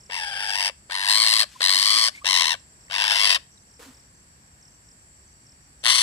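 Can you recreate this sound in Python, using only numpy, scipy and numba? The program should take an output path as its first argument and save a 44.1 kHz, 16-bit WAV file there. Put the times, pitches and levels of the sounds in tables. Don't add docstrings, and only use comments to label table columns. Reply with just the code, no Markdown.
import sys
import numpy as np
from scipy import signal
from scipy.fft import rfft, irfft
from scipy.io import wavfile
from scipy.ndimage import uniform_filter1d, map_coordinates
from numba import njit

SR = 44100
rng = np.random.default_rng(int(sys.argv[2]) if len(sys.argv) > 2 else 0)


def generate_wav(signal):
    frames = np.transpose(np.atleast_2d(signal))
    scaled = np.clip(frames, -1, 1) * 32767
    pcm = np.round(scaled).astype(np.int16)
    wavfile.write(sys.argv[1], SR, pcm)


def linear_from_db(decibels):
    return 10 ** (np.asarray(decibels, float) / 20)


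N = 265570
TIME = np.arange(N) / SR


def unit(x):
    return x / np.sqrt(np.mean(x ** 2))


def curves(table):
    columns = np.array(table).T
    return [np.interp(TIME, columns[0], column) for column in columns[1:]]


def walk(rate):
    hold = int(SR / rate)
    steps = np.repeat(rng.standard_normal(N // hold + 1), hold)
    return 1.3 * uniform_filter1d(uniform_filter1d(steps, hold), hold)[:N]


@njit
def svf(x, hz, width):
    y, band, low = np.empty(len(x)), 0., 0.
    for i in range(len(x)):
        g, k = np.tan(np.pi * hz[i] / SR), width / hz[i]
        v = (band + g * (x[i] - low)) / (1 + g * (g + k))
        band, low, y[i] = 2 * v - band, low + 2 * g * v, k * v
    return y


def ring(x, hz, width, second_width):
    centre = hz * np.ones(N)
    return svf(svf(x, centre, 1. * width), centre, 1. * second_width)


def coloured(points, likeness=None):
    log_hz = np.log(np.fft.rfftfreq(N, 1 / SR) + 1)

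    def read(table):
        hz, value = np.array(table).T
        return np.interp(log_hz, np.log(hz), value)

    alike = np.clip(read(likeness), -.99, .99) if likeness else 0.5
    mid, side = rfft(rng.standard_normal((2, N))) * linear_from_db(read(points))
    side = side * np.sqrt((1 - alike) / (1 + alike))
    return irfft(np.array([mid + side, mid - side]), N)


def glide(s, length, start_hz, end_hz, db):
    u = np.clip((TIME - s) / length, 0, 1)
    cycles = length * u * (start_hz + (end_hz - start_hz) * u / 2)
    return linear_from_db(db) * np.sin(np.pi * u) * np.sin(2 * np.pi * cycles)


@njit
def beats(hz, stretch, size, weak, restart):
    out, phase, strong = np.zeros(len(hz) + 1), 0., True
    for i in range(len(hz)):
        step = 2 * hz[i] * (1 + stretch[i]) / SR
        phase += step
        if restart[i]:
            phase, strong = 1., True
        if phase >= 1:
            phase -= 1
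            a = size[i] * (1. if strong else weak[i])
            out[i] += a * phase / step
            out[i + 1] += a * (1 - phase / step)
            strong = not strong
    return out[:-1]


def airway(choke, count):
    count = count + .022 * walk(90)
    burst = np.floor(count).astype(int)
    phase = count - burst
    chance = rng.standard_normal((600, 3))[burst % 600].T
    open_share = (.32 + .8 * (1 - choke)) * linear_from_db(.7 * chance[0])
    shut = 1 / (1 + np.exp(-(phase - np.minimum(open_share, .8)) / .11))
    depth = np.clip(choke + 2 * choke * (1 - choke) ** 1.3 * chance[1], 0, .98)
    burst_db = 1.4 * choke * chance[2]
    flow = uniform_filter1d((1 - depth * shut) * linear_from_db(burst_db), size=9)
    flow = flow / np.sqrt(uniform_filter1d(flow ** 2, size=2600))
    reopened = np.r_[False, np.diff(burst) > 0] & (depth > .6)
    detune, narrowing = .1 * chance[1], choke ** 3 * (phase - .2)
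    return flow, reopened, detune, narrowing


# t/s, extra path/s, share
ECHO = [(.1, 0.00051, 0.27), (.7, 0.0034, 0.047), (.9, 0.00085, 0.21), (1.45, 0.0016, 0.19),
        (2.1, 0.0011, 0.13), (2.55, 0.0017, 0.043), (2.9, .001, 0.17), (3.25, 0.0015, 0.29),
        (3.381, 0.0016, 0.37), (5.831, 0.0014, .2)]


def chest(x):
    lag, share = curves(ECHO)
    dull = signal.sosfilt(signal.butter(2, 7500, fs=SR, output="sos"), x)
    return x + share * map_coordinates(dull, [np.arange(N) - lag * SR], order=3)


# t/s, windpipe pitch f/Hz, choke 0-1, airway closures per s
SYRINX = [(.1, 980, .95, 94), (.17, 930, .75, 90), (.24, 860, .68, 80), (.34, 810, .35, 72),
          (.38, 835, .78, 101), (.52, 860, .84, 99), (.57, 960, .94, 97.5), (.7, 960, .94, 99),
          (.9, 975, .95, 92), (1.08, 990, .95, 99.5), (1.2, 1090, .93, 110.3), (1.44, 1070, .93, 107),
          (1.6, 1040, .96, 90.5), (1.83, 1095, .94, 100), (1.91, 1170, .86, 110), (2.09, 1090, .9, 112),
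          (2.25, 1030, .94, 97), (2.36, 1040, .92, 91.5), (2.5, 1000, .87, 76.5), (2.55, 980, .85, 105),
          (2.9, 975, .96, 97.5), (3.1, 955, .9, 104.5), (3.23, 1020, .84, 102.5), (3.33, 1030, .82, 94),
          (3.36, 1000, .55, 96), (5.875, 1070, .97, 118.5), (5.9, 1080, .62, 120), (6.03, 1050, .62, 121.5)]


def syrinx(call, onset, rough, slack):
    pipe_hz, choke, closures = curves(SYRINX)
    weak = .1 + .45 * np.clip((1090 - pipe_hz) / 280, 0, 1) ** 1.5
    hz = pipe_hz * (1 - .55 * np.clip(slack, 0, 1))
    counted = np.cumsum(closures) / SR
    count = counted - np.interp(onset, TIME, counted) + 100 * call
    flow, reopened, detune, narrowing = airway(choke, count)
    wobble = rough * (detune + .46 * choke * walk(1500))
    wobble = wobble - .15 * narrowing - .055 * np.clip(8 * choke - 6.6, 0, 1)
    size = linear_from_db(2.7 * rng.standard_normal(N) * rough * 3)
    pulses = beats(hz, wobble, size, weak, reopened)
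    breath = .45 * rough * rng.standard_normal(N)
    return (unit(pulses - pulses.mean()) + breath) * flow, pipe_hz, hz


# f/windpipe pitch, width/Hz, left/dB, right/dB
PIPE = [(.67, 170, -5.5, -10.5), (1.02, 150, 2.5, -6), (1.62, 332, 3, -2.5), (1.96, 337, 0, -6.5)]
# f/Hz, width/Hz, left/dB, right/dB
THROAT = [(2686, 208, 2.5, -6.5), (3048, 293, 5, -34.5), (3577, 1120, 1.5, -12)]
# f/beak resonance, width/Hz, left/dB, right/dB
BEAK = [(.97, 500, 7, -4), (1.14, 500, 2.5, -4.5), (1.29, 700, -4.5, -25)]
# f/Hz, width/Hz, left/dB, right/dB
TOP = [(8185, 980, 5, -1.5), (9470, 1100, -1.5, -27.5), (10360, 490, 4.5, -0.5), (11770, 3100, -10.5, -28),
       (15000, 1800, -16.5, -17)]
# f/Hz, width/Hz, left/dB, right/dB
HEAD = [(682.6, 47, -5, -8), (1123, 150, -21.5, -16), (2285, 220, 2.5, -6.5), (440, 147, -13, -19)]
HEAD_DB = (-8, -6, -6.5, -9.5, -7, -16)
SHEEN_DB = (1, -2, -6, 5.5, 5, -9.5)
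# side tone/dB, low throat/dB, whole throat/dB, beak rim/dB, top/dB
POSTURE = [(-9, 10, -1, -2, -9), (5, 4.5, 0, 2, -8.5), (6.5, 0.5, 2, 2.5, -9), (1, 5.5, 3.5, 14.5, -7),
           (2.2, 5, 5.5, 0.5, -9.5), (4, -1, 8, 13, -1.5)]
# lag/s of windpipe, throat, beak, top, head
PORT_LAG_S = (0.00018, 0.00024, 0.000316, 0.0002486, 0.00011)
LAG_SCALE = (0.865, 1.036, 0.998, 1.01, 1.005, 0.91)


def resonances(source, call, pipe_hz, beak_hz, gape_db):
    side_db, low_db, throat_db, rim_db, top_db = np.array(POSTURE)[call].T
    sheen_db, head_db = np.array(SHEEN_DB)[call], np.array(HEAD_DB)[call]
    lag_scale = np.array(LAG_SCALE)[call]
    drift = .000012 * (walk(13) + walk(300))
    # modes, their scale, group dB, which mode the hand shades, by how many dB
    groups = ((PIPE, pipe_hz, 0, 2, side_db),
              (THROAT, 1, throat_db + .4 * gape_db, 0, low_db),
              (BEAK, beak_hz, gape_db, 2, rim_db),
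              (TOP, 1, top_db + gape_db, 4, sheen_db),
              (HEAD, 1, head_db, 0, 0))
    out = np.zeros((2, N))
    for (modes, scale, band_db, shaded, shade_db), lag in zip(groups, PORT_LAG_S):
        band = np.zeros((2, N))
        for k, (f, width, left_db, right_db) in enumerate(modes):
            mode = ring(source, f * scale, 1.03 * width, 3. * width) * linear_from_db(shade_db * (k == shaded))
            band += (-1) ** k * linear_from_db([[left_db], [right_db]]) * mode
        place = np.arange(N) - (lag * lag_scale + drift) * SR
        band[1] = map_coordinates(band[1], [place], order=3)
        out += band / np.std(band) * linear_from_db(band_db)
    return out


# onset t/s, end t/s, beak resonance at onset f/Hz, at end f/Hz, roughness 0-1
SCREECHES = [(.0978, .698, 4850, 4830, .24), (.8975, 1.438, 4330, 4330, .18),
             (1.6057, 2.088, 4230, 4680, .17), (2.2449, 2.548, 4090, 4120, .19),
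             (2.8991, 3.366, 4850, 4700, .3), (5.8382, 6.06, 4300, 4450, .37)]
# t/s, level/dB, gape/dB
EFFORT = [(.1, -32.5, -10), (.15, -33.5, -0.5), (.318, -33.5, -7.5), (.678, -29, 3.5), (.7, -32.5, 1),
          (.9, -34, 0.5), (1.044, -33.5, 3), (1.108, -28.5, 9.5), (1.17, -30, 9.5), (1.402, -29.5, 9.5),
          (1.436, -31, 11), (1.61, -28.5, 8), (1.676, -30.5, 9), (1.834, -32.5, 11), (1.904, -27, 6),
          (2.06, -30.5, 10), (2.086, -31, 14), (2.25, -29.5, 1), (2.366, -26, 1.5), (2.53, -29.5, -2),
          (2.55, -32.5, -7.5), (2.9, -38.5, -3.5), (2.94, -32.5, -0.5), (3.052, -29, 0.5),
          (3.166, -29, 2.5), (3.266, -29, 6), (3.36, -29, 6), (5.849, -31, 8), (5.857, -23, -3),
          (5.946, -31.5, 5.5)]


def parakeet():
    db, gape_db = curves(EFFORT)
    screeches = np.array(SCREECHES)
    call = np.clip(np.searchsorted(screeches[:, 0] - .05, TIME) - 1, 0, None)
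    onset, end, first_hz, last_hz, rough = screeches[call].T
    db = db - 4502.5 * np.maximum(onset - TIME, 0) - 1498 * np.maximum(TIME - end, 0)
    db = db - 4.5 * np.exp(-np.maximum(TIME - onset, 0) / .018)
    beak_hz = first_hz + (last_hz - first_hz) * np.clip((TIME - onset) / (end - onset), 0, 1)
    slack_s = 0.0073
    slack = np.exp(-np.abs(TIME - onset) / slack_s)
    slack = slack + .8 * np.exp(-np.maximum(end - TIME, 0) / slack_s)
    source, pipe_hz, hz = syrinx(call, onset, rough, slack)
    out = resonances(-chest(source), call, pipe_hz, beak_hz, gape_db - 11.5 * slack)
    out = out + linear_from_db(-4.5) * slack ** 2 * np.sin(2 * np.pi * np.cumsum(hz) / SR)
    pan_db = 1.4 + slack
    return out * linear_from_db(db) * linear_from_db(np.array([pan_db - 5, 5 - pan_db]) / 2)


def room(x):
    t, t60_s = np.arange(int(.35 * SR)) / SR, .27
    tail = rng.standard_normal((2, len(t))) * linear_from_db(-60 * t / t60_s) * (t > .003)
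    tail = tail / np.sqrt(np.sum(tail[0] ** 2))
    return linear_from_db(-23) * signal.fftconvolve(x, tail, axes=1)[:, :N]


# t/s, length/s, level/dB
GASPS = [
    (1.45, 0.45, -53.5),
    (2.099, 0.13, -57.5),
]


def gasps():
    swell = sum(linear_from_db(db) * np.sin(np.pi * np.clip((TIME - s) / length, 0, 1)) for s, length, db in GASPS)
    hiss = ring(rng.standard_normal(N), 3230, 7600, 7600)
    return swell * unit(hiss) * linear_from_db(np.array([[2.5], [-2.5]]) + 3.4 * walk(84))


# f/Hz, level/dB per Hz
RUSTLE_TONE = [(180, -39), (300, -2.5), (348, -16), (502, -5), (645, -14), (1170, -7.5), (2250, -13),
               (7570, -16.5), (16000, -27)]


def rustle():
    start_s, hold_s, fade_db_per_s = 3.794, .05, 125
    fade_db = fade_db_per_s * np.maximum(TIME - start_s - hold_s, 0)
    return unit(coloured(RUSTLE_TONE)) * (TIME > start_s) * linear_from_db(-49.5 - fade_db + 1.2 * walk(120))


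def phrases(table, hz, length, fall):
    gap_s = .027
    return sum(glide(s + k * gap_s, length, (1 + fall) * hz, (1 - fall) * hz, db)
               for s, db, notes in table for k in range(round(notes)))


# t/s, peak level/dB, notes
CHIRPS = [(.0044, -50, 3), (2.5944, -53, 1), (2.8064, -55, 3), (3.709, -54, 3), (3.9414, -53.5, 3),
          (4.6229, -51.5, 3), (4.8837, -52, 2), (5.463, -52, 3)]
# t/s, peak level/dB, notes
TWITTER = [(3.5144, -59, 2), (3.6197, -58, 1), (4.1465, -58.5, 3), (4.6089, -55.5, 1), (4.6894, -59.5, 3),
           (5.274, -56, 1), (5.3228, -56, 1), (5.8155, -55, 1)]
# t/s, length/s, start f/Hz, end f/Hz, level/dB
HOOTS = [
    (1.75, .04, 270, 255, -53),
    (1.945, .06, 310, 240, -49),
    (3.855, .065, 285, 240, -47.5),
    (1.548, .025, 1050, 1000, -45),
    (2.13, .075, 2000, 2450, -44),
    (2.145, .055, 2350, 2100, -44),
    (2.212, .022, 1000, 1300, -47),
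    (3.79, .03, 480, 470, -49),
    (3.572, .012, 4200, 3600, -55),
    (2.882, .005, 2400, 1600, -47),
]


def far_birds():
    notes = phrases(CHIRPS, 5480, 0.0111, 0.113) + phrases(TWITTER, 6240, 0.01, 0.035)
    notes = notes + linear_from_db(2.5 * walk(200)) * sum(glide(*row) for row in HOOTS)
    return np.array([np.roll(notes, shift=8), notes])


# f/Hz, width/Hz, level/dB, throb/dB
CRICKETS = [(7610, 860, -60.5, 0), (8000, 300, -72.5, 0.5), (9250, 596, -75, -2), (4600, 500, -72.5, 1),
            (5700, 750, -69, 4)]


def crickets():
    out = np.zeros((2, N))
    for hz, width, db, throb_db in CRICKETS:
        throb = linear_from_db(db + throb_db * np.tanh(walk(45)) + 1.1 * walk(2.7))
        for side in out:
            side += throb * unit(ring(rng.standard_normal(N), hz, 0.98 * width, 0.98 * width))
    return out


# f/Hz, level/dB per Hz
AIR = [(12, -47), (20, 1), (88, -9), (134, -4.5), (446, -20), (698, -20.5), (1440, -25), (1710, -20.5),
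       (3630, -31), (5680, -27.5), (6540, -39.5), (7730, -22), (10200, -37), (14300, -38), (16000, -50)]
# f/Hz, left-right likeness
LIKENESS = [(60, .93), (130, .86), (290, .85), (640, .2), (1410, -.5), (3100, -.13), (6820, -.21),
            (15000, -.31)]


def open_air():
    return unit(coloured(AIR, LIKENESS)) * linear_from_db(-59 + .7 * walk(3))


def rumble():
    drone = svf(rng.standard_normal(N), 60.5 * np.ones(N), 26.)
    return linear_from_db(-62.5 + 0.68 * walk(1.8)) * unit(drone)


def scene():
    bird = parakeet()
    near = bird + room(bird) + gasps() + rustle()
    return near + far_birds() + crickets() + open_air() + rumble()


def band_limit(x):
    return signal.sosfilt(signal.butter(12, 16480, fs=SR, output="sos"), x)


def record(dry):
    dry = signal.sosfilt(signal.butter(3, 48, "high", fs=SR, output="sos"), dry)
    dry = signal.sosfilt(signal.ellip(8, .3, 50, 15500, fs=SR, output="sos"), dry)
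    mix = np.tanh(0.9 * dry) / 0.7
    return band_limit(mix)


dry = scene()
out = record(dry)
generate_wav(out)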